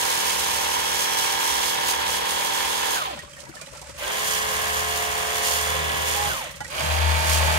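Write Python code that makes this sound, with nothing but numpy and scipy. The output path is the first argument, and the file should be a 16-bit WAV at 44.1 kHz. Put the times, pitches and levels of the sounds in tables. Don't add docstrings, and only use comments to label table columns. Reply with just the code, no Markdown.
import sys
import numpy as np
from scipy import signal
from scipy.fft import rfft, irfft, next_fast_len
from scipy.io import wavfile

SR = 44100
rng = np.random.default_rng(int(sys.argv[2]) if len(sys.argv) > 2 else 0)


def amplitude_ratio(level_db):
    exponent = np.asarray(level_db, float) / 20
    return 10 ** exponent


def int16_out(signal):
    q = np.round(np.clip(np.atleast_2d(signal).T, -1, 1) * 32767)
    wavfile.write(sys.argv[1], SR, q.astype(np.int16))


N = 334278
TIME = np.arange(N) / SR
SIZE = next_fast_len(N + 999)
GRID = np.maximum(np.arange(SIZE // 2 + 1) * SR / SIZE, 1)

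# f/Hz, level/dB per Hz
RUMBLE_COLOUR = [(15, -47), (25, -24), (54, -7), (71, 3.5), (95, -34), (120, -45), (210, -120)]
# f/Hz, level/dB per Hz
BOOM_COLOUR = [(56, -42), (95, -6), (140, 3), (183, -3), (313, -12.5), (400, -36), (520, -57), (880, -120)]
# t/s, level/dB
WIND = [(0, 5.5), (3.4, 8), (3.7, 9.5), (4.5, 12), (6.1, 9.5), (7.58, 17)]
# t/s, half-width/s, level/dB
THUDS = [(1.54, .06, -2), (4.96, .1, -1), (5.95, 0.052, 16), (6.27, 0.18, 6.5), (6.84, 0.082, 13.5),
         (7.58, .06, 0)]
RUMBLE_DB, BOOM_DB, GUST_DB, GUSTS_HZ = -64, -60.5, 1.5, 4.5
FAR_HZ, FAR_T60_S, FAR_DB, FAR_BEATS_HZ = 580, 0.05, -54, 18

# t/s, level/dB
TRICKLE = [
    [(3.1, -43), (3.2, -48), (3.31, -45), (3.35, -46), (3.42, -45), (3.46, -48), (3.54, -44), (3.57, -44),
     (4.0, -44.5)],
    [(6.45, -39.5), (6.52, -49), (6.6, -45.5), (6.684, -42.5), (6.75, -64)],
]
# f/Hz, level/dB per Hz
TRICKLE_COLOUR = [(150, -44), (250, -54), (313, -3), (407, -47), (484, -7), (585, 9), (710, -40),
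                  (845, -8.5), (1330, -5), (2400, -5), (3650, -10), (5500, -8.5), (7500, -9), (8300, -7.5),
                  (16000, -32)]
# t/s, peak level/dB, main ring f/Hz,
# brightness level/dB, pan/dB
CLACKS = [(3.189, -19, 1900, -11, -5), (3.232, -29, 630, -16, 20), (3.365, -23, 1830, -11, 3),
          (3.402, -33, 535, 1, -8), (3.49, -20.5, 330, -15, 4), (3.554, -24, 582, -19, 4),
          (3.566, -20, 1760, -23, 4), (3.612, -21.5, 625, -3, -3), (3.666, -31, 560, -12, 7),
          (3.73, -27, 590, -22, 23), (3.77, -27, 1350, -5, -3), (3.814, -23, 570, -5, 2),
          (3.89, -23, 558, -26, 14), (3.95, -51, 610, -5, 1), (6.604, -8.5, 848, -25, 0),
          (6.644, -16, 1920, -13, -4), (6.677, -29, 554, 0, -2), (6.702, -27, 570, -5, -6)]
# t/s, peak level/dB, main ring
# f/Hz, brightness level/dB, # pan/dB
TICKS = [(3.165, -27, 580, -20, 19), (3.27, -33, 570, -20, 15), (3.332, -27, 3200, -9, -2),
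         (3.43, -27, 567, -25, 19), (3.48, -31, 595, -20, 10), (3.45, -29, 1980, -17, -2),
         (3.465, -24, 977, -24, 5), (3.52, -37, 570, -20, 8), (3.55, -31, 3030, -1, -5),
         (3.59, -37, 1460, -15, -2), (3.612, -21, 2420, -17, 5), (3.659, -30, 3990, -4, 0),
         (3.75, -25, 860, -20, 2), (3.83, -36, 1980, -12, 4), (3.893, -33, 1010, -2, -7),
         (6.45, -26, 580, -20, 0), (6.49, -22, 1970, -13, -2), (6.565, -38, 570, -20, 8),
         (6.54, -30, 1950, -10, 0), (6.608, -24, 3030, -8, 0), (6.732, -29, 626, -20, 0),
         (6.795, -17, 660, -12, -1)]
# ratio to the main ring, level/dB
PARTNERS = [(1.2, -16), (1.7, -10), (1.95, -12), (2.3, -10)]
CLACK_ATTACK_S, RING_T60_S = .0018, .045

# t/s, stroke tone level/dB
DRUM = [(0, -54.5), (4.1, -56), (4.51, -47.5), (4.9, -40.5), (5.4, -49), (5.73, -40.5), (5.83, -35.5),
        (6.28, -36), (6.8, -41), (6.9, -28), (7.02, -24.5), (7.14, -23.5), (7.37, -26.5), (7.58, -27)]
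# t/s, half-width/s, level/dB
SLAPS = [(4.9, 0.075, 12), (5.2, 0.071, 13), (5.78, 0.11, 15.5), (6.86, 0.056, 8), (7.15, 0.059, 1),
         (7.56, 0.13, 9.5)]
# delay/ms, level/dB
TILES = [(1.1, -6.5), (2.3, -24), (3.7, -1.5), (5.9, -7.5), (8.2, 3), (12.7, -19)]
# f/Hz, level/dB
WALL_DULLING = [(2500, 0), (5000, -8), (16000, -12)]
# f/Hz, level/dB
SCATTER = [(60, -13), (150, -17), (300, -16), (800, -2.5), (1500, 7.5), (2500, 2.5), (4000, 4.5),
           (9000, 13.5)]
OCTAVE_DB, OCTAVE_FOLLOWS, OCTAVE_WAVER_DB = -52.5, 0.94, 3.5
WALLS_DB = -4

# f/Hz, level/dB per Hz
JET_COLOUR = [(1760, -23), (3000, 0), (3380, -3.5), (3750, -6), (4910, -2), (5270, -4), (5730, -2.5),
              (6050, -4.5), (6630, 0.5), (7000, -1.5), (7720, -8.5), (7950, -7), (8150, -2), (9120, -4),
              (13100, -7), (15200, -15), (15900, -11.5)]
# t/s, half-width/s, level/dB
SWEEPS = [(0.0, 0.67, 3.5), (1.0, 0.046, 3.5), (1.25, 0.15, 3), (1.37, 0.027, -3.5), (1.48, 0.055, 4),
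          (1.67, 0.072, 3.5), (1.79, 0.048, -4), (1.9, 0.044, 7), (2.03, 0.15, -4), (2.14, 0.062, 6.5),
          (2.23, 0.076, -4), (2.3, 0.033, 4.5), (2.93, 0.025, 2), (4.3, 0.1, 5), (4.7, 0.56, 3),
          (5.35, 0.024, 1.5), (5.53, 0.15, 8), (6.13, 0.12, 5), (6.42, 0.11, 8.5), (7.33, 0.078, 8.5),
          (7.5, 0.12, 3)]
# t/s, level/dB
SPITS = [
    (3.19, -58),
    (3.975, -44),
    (6.505, -46),
    (6.555, -45),
    (6.70, -51),
]
SPIT_S = 0.015

# pressed t/s, released t/s, crank speed/turns per s, sag/turns per s each s
TRIGGER = [
    (-1, 2.952, 39.42, .08),
    (3.97, 6.285, 39.18, .02),
    (6.69, 8, 39.25, .25),
]
# pump level/dB, pump approach/dB per s, jet level/dB, motor whine level/dB, pan/dB
BURSTS = [
    (-29, -0.08, -32.5, -15, 1),
    (-31, 0.5, -36, -31, 0.65),
    (-30.5, 5, -36.5, -38, -0.5),
]
SPIN_UP_S, COAST_S = .042, .32
FRICTION_SPEED, FULL_SPEED = 20, 39
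PUMP_POWER, JET_POWER, DRUM_POWER = 0.89, 2.2, 4.2
LEFT_LAG_MS = (0.465, 0.24, 0.36)
# f/Hz, level/dB per Hz
HOLD_1 = [(130, -36), (220, -51), (289, -35), (348, -18), (407, -17.5), (514, -10), (704, -20), (761, -1.5),
          (845, -9.5), (900, -7.5), (989, -0.5), (1050, -4), (1130, -9), (1690, -8.5), (2530, -9),
          (3250, -5.5), (5000, -16.5), (6500, -34), (11000, -120)]
# f/Hz, level/dB per Hz
HOLD_2 = [(130, -16), (220, -27), (396, -18), (423, -17), (514, -1.5), (686, -3.5), (742, -10.5), (802, -5),
          (1070, -3.5), (1270, -5), (1620, -4), (1830, -2.5), (3250, -3.5), (4060, -11), (5000, -29),
          (6500, -70), (11000, -120)]
# f/Hz, level/dB per Hz
HOLD_3 = [(130, -41), (220, -13), (275, -38), (313, -9), (391, -11), (423, -13), (469, -7), (610, -1),
          (742, -4), (914, 1), (1340, -3), (1730, -0.5), (1980, -4), (2310, 1), (5000, -8.5), (6500, -79),
          (11000, -120)]
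# place/turn, level/dB
KNOCKS = [(.0, 0), (0.131, 6.5), (0.272, 13), (.5, -27), (.66, 9), (0.81, 12)]
STROKE_DB, STROKE_PHASE = 1.5, 1
# cycles per turn, level/dB
TONES_1 = [(1, -24), (2, -11), (3, -20), (4, -18), (5, -14), (6, -23), (7, -15), (8, -14), (9, -8),
           (10, -11), (11, -9), (12, -8), (13, -6), (14, -9), (15, -8), (16, -14), (17, -12), (18, -15),
           (19, -16), (20, -5), (21, -13), (22, -9), (23, -1), (24, -5), (25, 0), (26, -3), (27, -5),
           (28, -11), (29, -14), (30, -10)]
# cycles per turn, level/dB
TONES_2 = [(1, -24), (2, 0), (3, -18), (4, -11), (5, -17), (6, -22), (7, -20), (8, -18), (9, -17),
           (10, -17), (11, -6), (12, -12), (13, -18), (14, -15), (15, -15), (16, -15), (17, -15), (18, -8),
           (19, -16), (20, -8), (21, -6), (22, -12), (23, -10), (24, -7), (25, -4), (26, -11), (27, -3),
           (28, -7), (29, -15), (30, -8)]
# cycles per turn, level/dB
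TONES_3 = [(1, -36), (2, 0), (3, -30), (4, -17), (5, -24), (6, -33), (7, -36), (8, -25), (9, -29),
           (10, -34), (11, -21), (12, -25), (13, -21), (14, -20), (15, -21), (16, -12), (17, -19),
           (18, -19), (19, -23), (20, -18), (21, -21), (22, -16), (23, -15), (24, -17), (25, -23),
           (26, -24), (27, -26), (28, -22), (29, -24), (30, -25)]
TONES_DB = (-1, -.5, -1)
# cycles per turn, level/dB under the strongest tone
MESH = [(33, -8), (36, -10), (38, -22), (40, -5), (41, -27), (43, -11), (44, -4.5), (46, -7), (47, -32),
        (50, -4), (54, -10.5), (56, -6.5)]
# cycles per turn, level/dB under the pump
GEARS = [(42, -15), (45, -19), (48, -21), (72, -23), (84, -16), (90, -20)]
BLOW_TURN, BLOW_SCATTER, BLOW_LOWEST = .23, (.6, 1.0, 1.1), 19
MOTOR_CYCLES = 144
# t/s, level/dB
MOTOR_FADE = [(0, 1), (.5, 5), (1.45, 5), (1.8, -3)]
COAST_CYCLES, COAST_DB = 45, (-1, -4.5, -4)
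# f/Hz, level/dB
HOUSING = [(450, -30), (600, 2), (730, -3), (850, 2), (930, 0), (1010, 3), (1120, -1), (1230, 2),
           (1340, -3), (1470, 2), (1600, -4), (1760, 3)]
# t/s, half-width/s, cycles per turn, level/dB
SINGS = [(1.8, 1.3, 84, -41), (1.7, 1.0, 85, -43), (5.6, .5, 42, -42), (5.2, .6, 18, -42),
         (5.9, .4, 89, -43), (2.7, .3, 89, -43), (4.65, .4, 27, -40), (4.6, .3, 28, -40),
         (4.5, .4, 42, -37), (5.45, .2, 89, -46), (6.22, .07, 21, -32), (7.35, .35, 23, -35),
         (7.1, .3, 24, -38), (7.1, .3, 44, -41), (1.5, 1.6, 20, -43), (1.5, 1.6, 23, -43),
         (5.2, 1.0, 11, -45), (7.52, .08, 22, -37), (6.93, .07, 20, -38)]
# t/s, half-width/s, f/Hz, climb/Hz per s, level/dB
WIND_UPS = [(4.03, 0.02, 582, 350, -40), (4.05, .02, 1580, 2700, -39), (6.72, .035, 578, 1800, -43),
            (6.8, .03, 644, 270, -40), (6.8, .04, 865, 1500, -54), (7.44, .03, 550, 0.1, -36)]

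# f/Hz, left minus right level/dB
PORTS = [(60, 4), (110, 14), (200, 4.5), (380, -1), (700, -2.5), (1290, -3), (2380, -0.5), (4400, -6),
         (8120, -7.5), (15000, 7.5)]
# f/Hz, phase/rad
PORT_PHASE = [(150, 0), (300, .8), (420, 0), (540, -.6), (740, 0)]


def rms_one(x):
    return x / np.sqrt(np.mean(np.square(x)) + 1e-20)


def shape(points):
    hz, db = np.transpose(points)
    return amplitude_ratio(np.interp(np.log(GRID), np.log(hz), db))


def colour(x, gains):
    return irfft(rfft(x, SIZE) * gains, SIZE)[..., :N]


def fader(rows):
    return np.interp(TIME, *np.transpose(rows))


def curve(tables, column):
    out = np.zeros(N)
    for rows in tables:
        rows = np.array(rows)
        inside = np.minimum(TIME - rows[0, 0] + .02, rows[-1, 0] - TIME + .02)
        edge = np.clip(inside / .02, 0, 1)
        out += edge * amplitude_ratio(np.interp(TIME, rows[:, 0], rows[:, column]))
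    return out


def swells(rows):
    return sum(db * np.exp(-((TIME - s) / width) ** 2) for s, width, db in rows)


def drift(rate_hz):
    r = np.exp(-16 * np.pi * rate_hz / SR)
    settle = 6000
    slow = signal.lfilter([1], [1, -2 * r, r * r], rng.standard_normal(N // 8 + 2 + settle))[settle:]
    return np.interp(np.arange(N) / 8, np.arange(len(slow)), rms_one(slow))


def ring(x, hz, t60):
    r, w = amplitude_ratio(-60 / (t60 * SR)), 2 * np.pi * hz / SR
    return signal.lfilter([0, np.sin(w)], [1, -2 * r * np.cos(w), r * r], x + 1e-18)


def heard(x, points, lag_ms, echoes=0.):
    late = np.exp(-2j * np.pi * GRID * lag_ms * np.array([[.001], [0]]))
    scatter, spectra = shape(SCATTER), rfft(x, SIZE)
    gains = shape(points) / np.sqrt(1 + scatter ** 2)
    both = spectra[0] * (late + echoes) + spectra[1:] * scatter
    return rms_one(irfft(gains * both, SIZE)[:, :N])


def late_turns(turns, speed, lag_ms):
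    return turns - lag_ms * np.array([[.001], [0]]) * speed


def far_machine():
    phase = (FAR_BEATS_HZ * TIME + .15 * drift(3)) % 1
    beat = np.exp(-phase / .25) * amplitude_ratio(3 * drift(4))
    far = rms_one(ring(beat * rng.standard_normal(N), FAR_HZ, FAR_T60_S))
    return amplitude_ratio(FAR_DB) * far * amplitude_ratio(np.array([[4.], [-6.]]))


def yard():
    wind_db = fader(WIND)
    rumble_db = RUMBLE_DB + 0.5 + wind_db + GUST_DB * drift(GUSTS_HZ)
    boom_db = BOOM_DB + 0.54 * wind_db + swells(THUDS) + GUST_DB * drift(GUSTS_HZ)
    rumble = amplitude_ratio(rumble_db) * heard(rng.standard_normal((3, N)), RUMBLE_COLOUR, .1)
    boom = amplitude_ratio(boom_db) * heard(rng.standard_normal((3, N)), BOOM_COLOUR, .1)
    return rumble + boom + far_machine()


def trickle():
    splash = rng.standard_normal((3, N)) * amplitude_ratio(1.5 * drift(9) + 1.8 * drift(71))
    born = (rng.random((2, N)) < 90 / SR) * amplitude_ratio(10.0 * np.minimum(rng.exponential(1, N), 2.2))
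    dealt = rng.integers(0, 12, N)
    pitches = np.geomspace(750, 3400, 12)
    drips = sum(ring(born * (dealt == k), hz, 60 / hz) for k, hz in enumerate(pitches))
    return curve(TRICKLE, column=1) * (heard(splash, TRICKLE_COLOUR, 0.053) + amplitude_ratio(-9.0) * rms_one(drips))


def clacks(rows):
    out, t = np.zeros((2, N)), TIME[:SR // 12]
    knock_band = signal.butter(1, [500, 2500], "band", fs=SR, output="sos")
    spit_band = signal.butter(2, [2500, 9500], "band", fs=SR, output="sos")
    for s, db, hz, bright_db, pan_db in rows:
        envelope = np.exp(-t / 0.011) * np.minimum(t / CLACK_ATTACK_S, 1)
        flurry = rng.standard_normal((2, len(t))) * envelope
        body = ring(flurry, hz, RING_T60_S)
        for ratio, up_db in PARTNERS:
            if ratio * hz < 3000:
                body = body + amplitude_ratio(up_db) * ring(flurry, ratio * hz, 0.079)
        knock = signal.sosfilt(knock_band, flurry)
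        spit = signal.sosfilt(spit_band, flurry)
        hit = body / np.abs(body).max() + amplitude_ratio(-6.5) * knock / np.abs(knock).max()
        hit += amplitude_ratio(bright_db + 10) * spit / np.abs(spit).max()
        at = round(s * SR)
        out[:, at:at + len(t)] += amplitude_ratio(db - 12.0 + np.array([[pan_db], [-pan_db]]) / 2) * hit
    return out


def whine(turns, orders, wobble_db, slip):
    out = 0
    for cycles, db in orders:
        level = amplitude_ratio(db + wobble_db * drift(2.1)) * np.sqrt(2)
        out = out + level * np.sin(2 * np.pi * cycles * turns + slip * drift(18.0))
    return out


def walls():
    sides = rng.uniform(.8, 1.25, (len(TILES), 2, 1))
    echoes = sum(amplitude_ratio(db + WALLS_DB) * np.exp(-.002j * np.pi * GRID * ms * side)
                 for (ms, db), side in zip(TILES, sides))
    return shape(WALL_DULLING) * echoes


def basin(turns, load):
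    force_db = fader(DRUM)
    octave_db = OCTAVE_DB + OCTAVE_FOLLOWS * (force_db + 31.5) + swells(SLAPS)
    tone = amplitude_ratio(force_db) * whine(turns, [(2, 0)], wobble_db=2.5, slip=0.055)
    octave = amplitude_ratio(octave_db) * whine(turns, [(4, 0)], wobble_db=OCTAVE_WAVER_DB, slip=0.068)
    return amplitude_ratio(-1.5) * load ** DRUM_POWER * (tone + octave)


def lance_spits():
    return sum(amplitude_ratio(db) * np.clip((TIME - s) / 0.0072, 0, 1) * np.exp(-np.abs(TIME - s) / SPIT_S)
               for s, db in SPITS)


def jet(turns):
    stroke_db = 1.6 * np.cos(4 * np.pi * turns - 1.2) + 0.15 * np.cos(2 * np.pi * turns)
    sputter_db = 0.82 * drift(28.0) + 0.67 * drift(47)
    sizes = amplitude_ratio(7 * np.minimum(rng.exponential(1, N), 4)) * rng.choice([-1, 1], N)
    ticks = (rng.random((3, N)) < 2500 / SR) * sizes
    return amplitude_ratio(stroke_db + sputter_db) * (rng.standard_normal((3, N)) + amplitude_ratio(-9) * rms_one(ticks))


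def wind_up():
    out = 0
    for s, half, hz, climb, db in WIND_UPS:
        t = TIME - s
        level = amplitude_ratio(db + 1.1 * drift(30)) * np.exp(-(t / half) ** 2)
        out = out + level * np.sqrt(2) * np.sin(2 * np.pi * (hz + climb * t / 2) * t)
    return out


def singing(turns, speed):
    tones = sum(np.exp(-((TIME - s) / half) ** 4) * whine(turns, [(cycles, db)], wobble_db=1.5, slip=0.59)
                for s, half, cycles, db in SINGS)
    return np.array([np.interp(side, turns, tones) for side in late_turns(turns, speed, LEFT_LAG_MS[1])])


def motor_whine(turns, load):
    return whine(turns, [(MOTOR_CYCLES, 0)], wobble_db=2.5, slip=.2) * load ** 20 * amplitude_ratio(fader(MOTOR_FADE))


def coasting(turns, speed, load):
    off_speed = np.clip(12 * (1 - load), 0, 1)
    falling = np.where(np.gradient(speed) > 0, .3, 1)
    flutter = amplitude_ratio(3 * np.cos(4 * np.pi * turns) + 2.2 * drift(40))
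    mesh = [(COAST_CYCLES + k, -1.4 * abs(k)) for k in (-18, -7, 0, 9)]
    housing = amplitude_ratio(np.interp(COAST_CYCLES * speed, *np.transpose(HOUSING)))
    return off_speed * falling * flutter * whine(turns, mesh, wobble_db=1., slip=1.1) * housing


def hum(turns, orders, scatter, spread):
    k, db = np.transpose(orders[4:])
    k, db = np.hstack([[k, db - db.max()], np.transpose(MESH)])
    turn = np.arange(2049) / 2048
    astray = np.where(k < BLOW_LOWEST, np.pi, scatter) * rng.standard_normal((2, 1, len(k)))
    side_phase = spread * rng.choice([-1, 1], len(k)) * [[1], [-1]]
    phase = astray - 2 * np.pi * k * BLOW_TURN + side_phase
    waves = np.sum(amplitude_ratio(db) * np.sin(2 * np.pi * k * turn[:, None, None, None] + phase), axis=-1)
    blend = .22 * drift(2.5)
    return rms_one([np.cos(blend) * np.interp(turns % 1, turn, waves[:, 0, side])
                    + np.sin(blend) * np.interp(turns % 1, turn, waves[:, 1, side]) for side in range(2)])


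def crank(pressed, released, top, sag):
    held = np.clip(TIME, pressed, released) - pressed
    driven = (top - sag * held) * (1 - np.exp(-held / SPIN_UP_S))
    fall = np.exp(-np.maximum(TIME - released, 0) / COAST_S)
    return np.maximum((driven + FRICTION_SPEED) * fall - FRICTION_SPEED, 0)


def pump(turns):
    knocks, after = np.zeros(N), np.zeros(N)
    for turn, db in KNOCKS:
        count = np.floor(turns - turn + .0012 * drift(15))
        at = np.flatnonzero(np.diff(count, prepend=0) > 0)
        knocks[at] += amplitude_ratio(db + 0.63 * rng.standard_normal(len(at)))
        after += amplitude_ratio(db) * np.exp(-((turns - turn) % 1) / 0.28)
    stroke_db = 1.26 * drift(57) + STROKE_DB * np.cos(4 * np.pi * turns - STROKE_PHASE)
    rattle = rng.standard_normal((3, N)) * (0.57 + after) * amplitude_ratio(stroke_db)
    direct_only = [[1], [0], [0]]
    return rms_one(rattle) + amplitude_ratio(4) * rms_one(np.diff(knocks, prepend=0)) * direct_only


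def scene():
    speeds = [crank(*row) for row in TRIGGER]
    speed = sum(speeds)
    turns, load = np.cumsum(speed) / SR, np.minimum(speed / FULL_SPEED, 1)
    out = yard() + trickle() + clacks(CLACKS) + clacks(TICKS)
    out += basin(turns, load) + singing(turns, speed) + wind_up()

    knocking, hiss = pump(turns), jet(turns)
    gears = whine(turns, GEARS, wobble_db=2.0, slip=0.9) * load ** 6
    motor, coast = motor_whine(turns, load), coasting(turns, speed, load)
    aim = amplitude_ratio(swells(SWEEPS))
    spits = lance_spits() / len(BURSTS)
    holds = zip((HOLD_1, HOLD_2, HOLD_3), (TONES_1, TONES_2, TONES_3), TONES_DB, BLOW_SCATTER,
                COAST_DB, LEFT_LAG_MS)
    for trigger, own, burst, hold_settings in zip(TRIGGER, speeds, BURSTS, holds):
        pump_db, approach, jet_db, motor_db, pan_db = burst
        hold, tones, tones_db, scatter, coast_db, lag_ms = hold_settings
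        echoes = walls()
        share, pan = np.minimum(own / FULL_SPEED, 1), amplitude_ratio(pan_db * np.array([[.5], [-.5]]))
        metal = gears + amplitude_ratio(motor_db) * motor + amplitude_ratio(coast_db) * coast
        teeth = np.array([np.interp(side, turns, metal) for side in late_turns(turns, speed, lag_ms)])
        pressure_tones = load ** 3 * amplitude_ratio(tones_db) * hum(turns, tones, scatter, spread=0.98)
        pump_level = amplitude_ratio(1.0 + pump_db + approach * (TIME - trigger[0])) * share ** PUMP_POWER
        out += pan * pump_level * (heard(knocking, hold, lag_ms, echoes) + pressure_tones + teeth)
        jet_level = amplitude_ratio(jet_db) * aim * share ** JET_POWER + 2 * spits
        out += pan * amplitude_ratio(3.5) * jet_level * heard(hiss, JET_COLOUR, lag_ms, echoes)
    return out


def band_limit(x):
    return signal.sosfilt(signal.butter(12, 16240, fs=SR, output="sos"), x)


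def record(dry):
    top = shape([(20, -22), (45, 0), (15740, 0), (15790, -28), (16250, -36)])
    phase_hz, phase = np.transpose(PORT_PHASE)
    lead = np.exp(1j * np.interp(np.log(GRID), np.log(phase_hz), phase))
    left = colour(dry[0], lead * top * shape(PORTS) ** .5)
    right = colour(dry[1], top * shape(PORTS) ** -.5)
    mid = (left + right) / 2
    side = colour((left - right) / 2, shape([(9000, 0), (10500, -2.5), (11300, -29.5)]))
    return band_limit(np.array([mid + side, mid - side]))


dry = scene()
out = record(dry)
int16_out(out)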